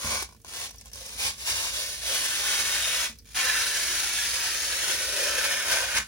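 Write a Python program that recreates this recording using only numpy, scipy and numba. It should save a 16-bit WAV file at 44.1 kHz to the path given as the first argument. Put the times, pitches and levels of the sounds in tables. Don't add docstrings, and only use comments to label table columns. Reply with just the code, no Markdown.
import sys
import numpy as np
from scipy import signal
from scipy.fft import rfft, irfft
from scipy.io import wavfile
from scipy.ndimage import map_coordinates
from numba import njit

SR = 44100
rng = np.random.default_rng(int(sys.argv[2]) if len(sys.argv) > 2 else 0)


def materialize(psi):
    bounded = np.clip(np.atleast_2d(psi).T, -1, 1)
    quanta = np.round(bounded * 32767).astype(np.int16)
    wavfile.write(sys.argv[1], SR, quanta)


N = 267687
T = np.arange(N) / SR

# (start [s], attack [s], end [s], relative pull [dB], sag while held [dB/s],
# relative ring of the freed sheet [dB])
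HAND_TUGS = [(-0.045, 0.15, 0.21, -30, 47.5, -19), (0.24, 0.017, 0.3, -59, 65, -9),
             (0.456, 0.11, 0.66, -37, 1, -6.5), (0.689, 0.046, 0.98, -55.5, 24, -9),
             (0.927, 0.074, 1.203, -40.5, -7, -10), (1.171, 0.054, 1.287, -28, 16.5, -5.5),
             (1.32, 0.085, 1.53, -42, -5, -13), (1.389, 0.02, 1.57, -37.5, -12, -12),
             (1.437, 0.042, 1.698, -28, 15, -6), (1.678, 0.087, 2.09, -29.5, 30, -10),
             (1.999, 0.081, 2.425, -28.5, -3, -4.5), (2.296, 0.23, 2.83, -26.5, 9.5, -2.5),
             (2.66, 0.22, 3.057, -27, 16.5, -1), (3.245, 0.055, 3.45, -49.5, 2, -9),
             (3.345, 0.021, 3.645, -27, 2.5, 1.2), (3.492, 0.17, 5.4, -27.5, 2, -3),
             (4.601, 0.32, 5.04, -26.5, 46, -1.5), (5.061, 0.12, 5.54, -28.5, -1, 2),
             (5.305, .1, 6, -30, 6, 3.5), (5.617, 0.082, 5.85, -26, 26, 0.5),
             (5.935, 0.03, 5.97, -25, 21, 2.5)]
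# (time [s], lead of the left port [ms], delay of the carton echo [ms])
PEEL_PATH = [(0, 0.11, 7.2), (1.5, 0.17, 3.1), (2.5, 0.073, 3.46), (3.3, 0.037, 2.9), (6.07, -0.069, 3.34)]
# (frequency [Hz], relative level [dB])
SNAP_SPECTRUM = [(100, -15), (250, -20), (400, -13), (700, -17.5), (1200, -8.5), (2200, -3.5), (3400, -3),
                 (4600, -2.5), (5800, -2), (7200, -1), (8500, -2), (10000, -1), (12000, -5), (16000, -8.5)]
# (frequency [Hz], width [Hz], relative level [dB])
SHEET_MODES = [(1346, 55, -7), (1533, 100, -0.5), (1759, 90, -0.5), (2030, 83, -6), (2237, 100, -3),
               (2466, 210, -3), (2810, 190, -3), (3255, 160, -1.5), (3720, 220, -5.5)]
# (frequency [Hz], width [Hz], relative level [dB])
PANEL_MODES = [(669, 110, -5.5), (811, 99, -1.5), (966, 130, -3.5), (1065, 95, 0.5)]
# (frequency [Hz], width [Hz], relative level [dB])
HOLLOW_MODES = [(381, 66, -5.5), (528, 47, 1), (601, 52, -3)]
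# (frequency [Hz], width [Hz], relative level [dB])
RIM_MODES = [(660, 200, -5), (1054, 135, 0.5), (1484, 170, -2.5), (2050, 92, -11), (2290, 93, 0)]
# (time [s], reach [s], relative ring [dB])
PANEL_ENDS = [(0.15, 0.23, -7), (5.86, 0.26, -11)]
# (time [s], relative peak [dB], relative tap on the panel [dB])
FILM_CRINKLES = [(0.2226, -19, -2), (0.227, -18.5, 13), (0.3309, -42, -22), (0.4165, -42.5, -18),
                 (0.447, -31.5, -6), (0.4916, -40, -25), (0.709, -29, -11), (0.7586, -32, -22),
                 (0.783, -31, -23), (0.811, -31, -24), (0.8572, -30.5, -1), (0.8805, -35, -26),
                 (0.933, -25, -19), (0.946, -30, -12), (0.9568, -29, -13), (1.063, -24, -18),
                 (3.187, -33, -34), (3.357, -30, -10), (5.982, -14, 3)]
# (frequency [Hz], relative level [dB])
CREASE_SPECTRUM = [(200, -37), (2000, -33), (5000, 4), (7000, 3), (10000, 3.5), (14000, 2), (16000, -1)]
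# (time [s], relative peak [dB])
GLUE_POPS = [(0.225, -16.5), (0.29, -30), (0.309, -36), (0.325, -32), (0.348, -35.5), (0.447, -24.5),
             (0.708, -31), (0.745, -34), (0.86, -38), (0.957, -30)]
# (time [s], peak [dB], hardness [dB/octave])
HAND_NUDGES = [(0.045, -29, 0), (0.121, -35, 1), (1.154, -43, -3), (1.248, -38.5, -2.5), (1.509, -37, -4),
               (2.621, -41, 1), (3.097, -43.5, 15), (5.944, -37.5, -1), (5.998, -42.5, 6)]
# (nominal frequency [Hz], relative level [dB], 60 dB decay time [s])
DESK_MODES = [(63.6, 0, 0.98), (84.5, 7.5, 0.41), (152, -0.5, 0.4), (219.7, 3.5, 0.27), (244, -6, 0.15)]
# (frequency [Hz], relative level [dB])
SCATTER_SPECTRUM = [(100, -7), (300, -1.5), (700, -2.5), (1500, -7.5), (2500, -2), (4000, 2.5), (6000, 3),
                    (8000, -5.5), (11000, -11.5), (16000, -27)]
# (frequency [Hz], relative level per Hz [dB])
ROOM_SPECTRUM = [(20, -22), (38, -27), (56, 3), (80, -3.5), (105, -6), (140, -15), (220, -11.5),
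                 (320, -24.5), (500, -27.5), (1000, -45), (3000, -37.5), (16000, -36.5)]
# (frequency [Hz], relative rms level [dB])
ROOM_TONES = [(57, -55), (450, -72.5)]

RELEASE_DB_PER_S = 309.5
BREAKAWAY_SHARE = 0.23
SLACK_DB = -69
TREMOR_HZ, TREMOR_DB = 14, 0.5
SNAP_RATE_LAW, BRISK_DB = 1.2, -30
SHORT_SHEET_HZ, LONG_SHEET_HZ, DRAWN_OUT_S, DRAW_TIME_S = 2380, 1590, 3.26, 0.36
PANEL_DB, PANEL_CAVITY_DB = -15, 2
HOLLOW_DB, HOLLOW_CAVITY_DB = -22, 17.5
CAVITY_S, CAVITY_TIME_S = 5.41, 0.7
COUPLING_FADE_DB_PER_S = 2
TAUT_PANEL_SHARE = 0.59


def peel(catch, pull_db, sheet_ring_db, brisk_snap_rate=6000, spread_db=2.5, rasp_db=-4, sheet_db=-5):
    panel_db = coupling(PANEL_DB, PANEL_CAVITY_DB) + TAUT_PANEL_SHARE * sheet_ring_db
    hollow_db = coupling(HOLLOW_DB, HOLLOW_CAVITY_DB)
    near_rim = sum(undb(db) * np.exp(-((T - s) / reach) ** 2) for s, reach, db in PANEL_ENDS)

    rate = brisk_snap_rate * undb(SNAP_RATE_LAW * (pull_db - BRISK_DB))
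    force = snaps(rate, spread_db) * catch * undb(pull_db)

    rasp = undb(rasp_db) * through(force, response(SNAP_SPECTRUM))
    sheet = ring(force * undb(sheet_ring_db + sheet_db), SHEET_MODES, sheet_pitch(),
                 focus_db=6.0, wander_db=1.94, drift=0.013)
    panel = ring(force * undb(panel_db), PANEL_MODES, wander_db=3.0, drift=0.022)
    rim = ring(force * near_rim, RIM_MODES, wander_db=1.5, drift=0.023)
    hollow = ring(force * undb(hollow_db), HOLLOW_MODES, wander_db=2.5, drift=0.011)
    return rasp + sheet + panel + rim + hollow


def tugs():
    pulls = []
    for start, attack, end, db, sag, _ in HAND_TUGS:
        held = np.maximum(np.minimum(T, end) - start - attack, 0)
        fall_db = sag * held + RELEASE_DB_PER_S * np.maximum(T - end, 0)
        rise = (T > start) * np.interp(T, [start, start + attack], [BREAKAWAY_SHARE, 1])
        pulls.append(rise * undb(db - fall_db))
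    pulls = np.array(pulls) + undb(SLACK_DB)
    pull_db = 20 * np.log10(pulls.max(axis=0)) + TREMOR_DB * walk(TREMOR_HZ)
    power = pulls ** 2
    sheet_ring_db = np.array(HAND_TUGS)[:, -1] @ power / np.sum(power, axis=0)
    return pull_db, sheet_ring_db


def slips(rate=260, decay_s=0.001, depth=0.18, spread_db=4.5):
    size = undb(spread_db * np.minimum(rng.exponential(size=N), 3))
    jumps = (rng.random(N) < rate / SR) * size
    avalanche = signal.lfilter([1], [1, -np.exp(-1 / (decay_s * SR))], jumps)
    return unit(1 + depth * avalanche)


def snaps(rate, spread_db):
    chance = np.clip(rate / SR, 1e-4, 1)
    size = undb(spread_db * np.minimum(rng.exponential(size=N), 5))
    hits = (rng.random(N) < chance) * size * rng.choice([-1, 1], N)
    return unit(hits / np.sqrt(chance))


def sheet_pitch():
    drawn = (1 + np.tanh((T - DRAWN_OUT_S) / DRAW_TIME_S)) / 2
    return SHORT_SHEET_HZ + (LONG_SHEET_HZ - SHORT_SHEET_HZ) * drawn


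def coupling(base_db, cavity_db):
    over_cavity = np.exp(-((T - CAVITY_S) / CAVITY_TIME_S) ** 2)
    return base_db - COUPLING_FADE_DB_PER_S * T + cavity_db * over_cavity


def ring(force, modes, favoured_hz=1, focus_db=0, wander_db=1.5, drift=0):
    out = np.zeros(N)
    for hz, width, db in modes:
        coupling_db = db - focus_db * np.abs(np.log2(hz / favoured_hz)) + wander_db * walk(9)
        drive = force * rng.choice([-1, 1], N) * undb(coupling_db)
        moving_hz = hz * (1 + drift * walk(4))
        tone = bandpass(drive, moving_hz, float(width)) * np.sqrt(SR / np.pi / width)
        out += signal.lfilter(*signal.iirpeak(hz, 1, SR), tone)
    return out / np.linalg.norm(undb([db for _, _, db in modes]))


@njit
def bandpass(x, hz, width):
    y, band, low = np.empty(len(x)), 0., 0.
    for i in range(len(x)):
        g, damping = np.tan(np.pi * hz[i] / SR), width / hz[i]
        v = (band + g * (x[i] + 1e-18 - low)) / (1 + g * (g + damping))
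        band, low, y[i] = 2 * v - band, low + 2 * g * v, damping * v
    return y


def crinkles(gain_db=1, size=4096):
    out = np.zeros(N)
    crease = response(CREASE_SPECTRUM)
    tap = response(SNAP_SPECTRUM) + resonator(PANEL_MODES) / 2
    for s, db, tap_db in FILM_CRINKLES:
        burst = rng.standard_normal(size) * np.exp(-T[:size] / 0.0011)
        tick = signal.fftconvolve(burst, crease + undb(tap_db) * tap)
        add(out, s, tick * undb(db + gain_db) / np.abs(tick).max())
    return out


def pops(low_hz=700, soft_hz=1500, crack_db=-6):
    soften = signal.butter(1, [low_hz, soft_hz], "band", fs=SR, output="sos")
    rim = signal.sosfilt(soften, resonator(RIM_MODES))
    pop = rim + undb(crack_db) * response(SNAP_SPECTRUM)
    out = np.zeros(N)
    for s, db in GLUE_POPS:
        add(out, s, pop * undb(db) / np.abs(pop).max())
    return out


def place(x, offset_ms, carton_db=-12, desk_db=-21, desk_ms=4.1, direct_db=-2, wet_db=7.0):
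    lead_ms, echo_ms = curves(PEEL_PATH)
    near = x + undb(carton_db) * delay(x, echo_ms) + undb(desk_db) * delay(x, desk_ms)
    return undb(direct_db) * ports(near, lead_ms + offset_ms) + undb(wet_db) * room(x)


def ports(x, lead_ms, split_hz=4600, treble_lag_ms=0.1956):
    low = signal.sosfiltfilt(signal.butter(6, split_hz, fs=SR, output="sos"), x)
    high = x - low
    left = delay(low, -lead_ms / 2) + delay(high, treble_lag_ms / 2)
    right = delay(low, lead_ms / 2) + delay(high, -treble_lag_ms / 2)
    return np.array([left, right])


def room(x, t60_s=0.18, clutter_s=0.0073, clutter_db=-4.0, tail_db=-13.0, count=26, size=8192):
    t = T[:size]
    x = through(x, response(SCATTER_SPECTRUM)) / 2
    out, step = np.zeros((2, N)), T / T[-1] * (count - 1)
    for k in range(count):
        here = np.abs(step - k) < 1
        piece = x[here] * np.cos(np.pi / 2 * (step[here] - k))
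        for port in out:
            clutter = rng.standard_normal(size) * np.exp(-t / clutter_s) * (t > 0.0005)
            tail = rng.standard_normal(size) * np.exp(-np.log(1000) * t / t60_s) * (t > 0.007)
            echoes = undb(clutter_db) * clutter / np.linalg.norm(clutter)
            echoes += undb(tail_db) * tail / np.linalg.norm(tail)
            add(port, T[here][0], signal.fftconvolve(piece, echoes))
    return out


def nudges(size=16384):
    out, t = np.zeros(N), T[:size]
    for s, db, hardness in HAND_NUDGES:
        knock = np.zeros(size)
        for hz, mode_db, t60 in DESK_MODES:
            phase = 2 * np.pi * hz * (1 + 0.016 * rng.standard_normal()) * t
            gain = undb(mode_db + hardness * np.log2(hz))
            knock += gain * np.sin(phase) * np.exp(-np.log(1000) * t / t60)
        add(out, s, knock * undb(db) / np.abs(knock).max())
    return out


def background(rumble_db=-53.5, side_db=-13, left_db=-3.0):
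    mid, side = (through(rng.standard_normal(N), response(ROOM_SPECTRUM)) * undb(rumble_db) for _ in range(2))
    for hz, db in ROOM_TONES:
        wavering_phase = 2 * np.pi * hz * T + 1.43 * walk(7.5)
        mid = mid + undb(db) * unit(np.sin(wavering_phase))
    side = side * undb(side_db)
    return np.array([(mid + side) * undb(left_db), mid - side])


def undb(db):
    return 10 ** (np.asarray(db) / 20)


def unit(x):
    return x / np.sqrt(np.mean(x ** 2))


def curves(table):
    s, *columns = np.transpose(table)
    return [np.interp(T, s, c) for c in columns]


def walk(rate):
    points = rng.standard_normal(N // 20)
    return unit(np.interp(T * rate, np.arange(len(points)), points))


def response(points, size=4096):
    hz, db = np.transpose(points)
    f = np.maximum(np.fft.rfftfreq(size, 1 / SR), 1)
    cepstrum = irfft(np.log(undb(np.interp(np.log(f), np.log(hz), db))))
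    cepstrum[1:size // 2] *= 2
    cepstrum[size // 2 + 1:] = 0
    h = irfft(np.exp(rfft(cepstrum)))
    return h / np.linalg.norm(h)


def resonator(modes, size=4096):
    t = T[:size]
    h = np.zeros(size)
    for hz, width, db in modes:
        h += undb(db) * width * np.exp(-np.pi * width * t) * np.sin(2 * np.pi * hz * t)
    return h / np.linalg.norm(h)


def through(x, h):
    return signal.oaconvolve(x, h)[:N]


def delay(x, ms):
    return map_coordinates(x, [(T - ms / 1000) * SR], order=3)


def add(out, s, sound):
    i = int(s * SR)
    out[i:i + len(sound)] += sound[:N - i]


def scene(judder_hz=55, judder_db=0.76, width_ms=0.0088):
    catch = slips() * undb(judder_db * walk(judder_hz))
    pull_db, sheet_ring_db = tugs()
    left_half = peel(catch, pull_db, sheet_ring_db) + crinkles() + pops()
    right_half = peel(catch, pull_db, sheet_ring_db)
    film = place(left_half, width_ms) + place(right_half, -width_ms)
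    return film + nudges() + background()


def record(dry, bass_hz=42, top_hz=15900):
    sound = signal.sosfilt(signal.butter(4, bass_hz, "high", fs=SR, output="sos"), dry)
    return signal.sosfilt(signal.ellip(10, 0.1, 80, top_hz, fs=SR, output="sos"), sound)


dry = scene()
out = record(dry)
materialize(out)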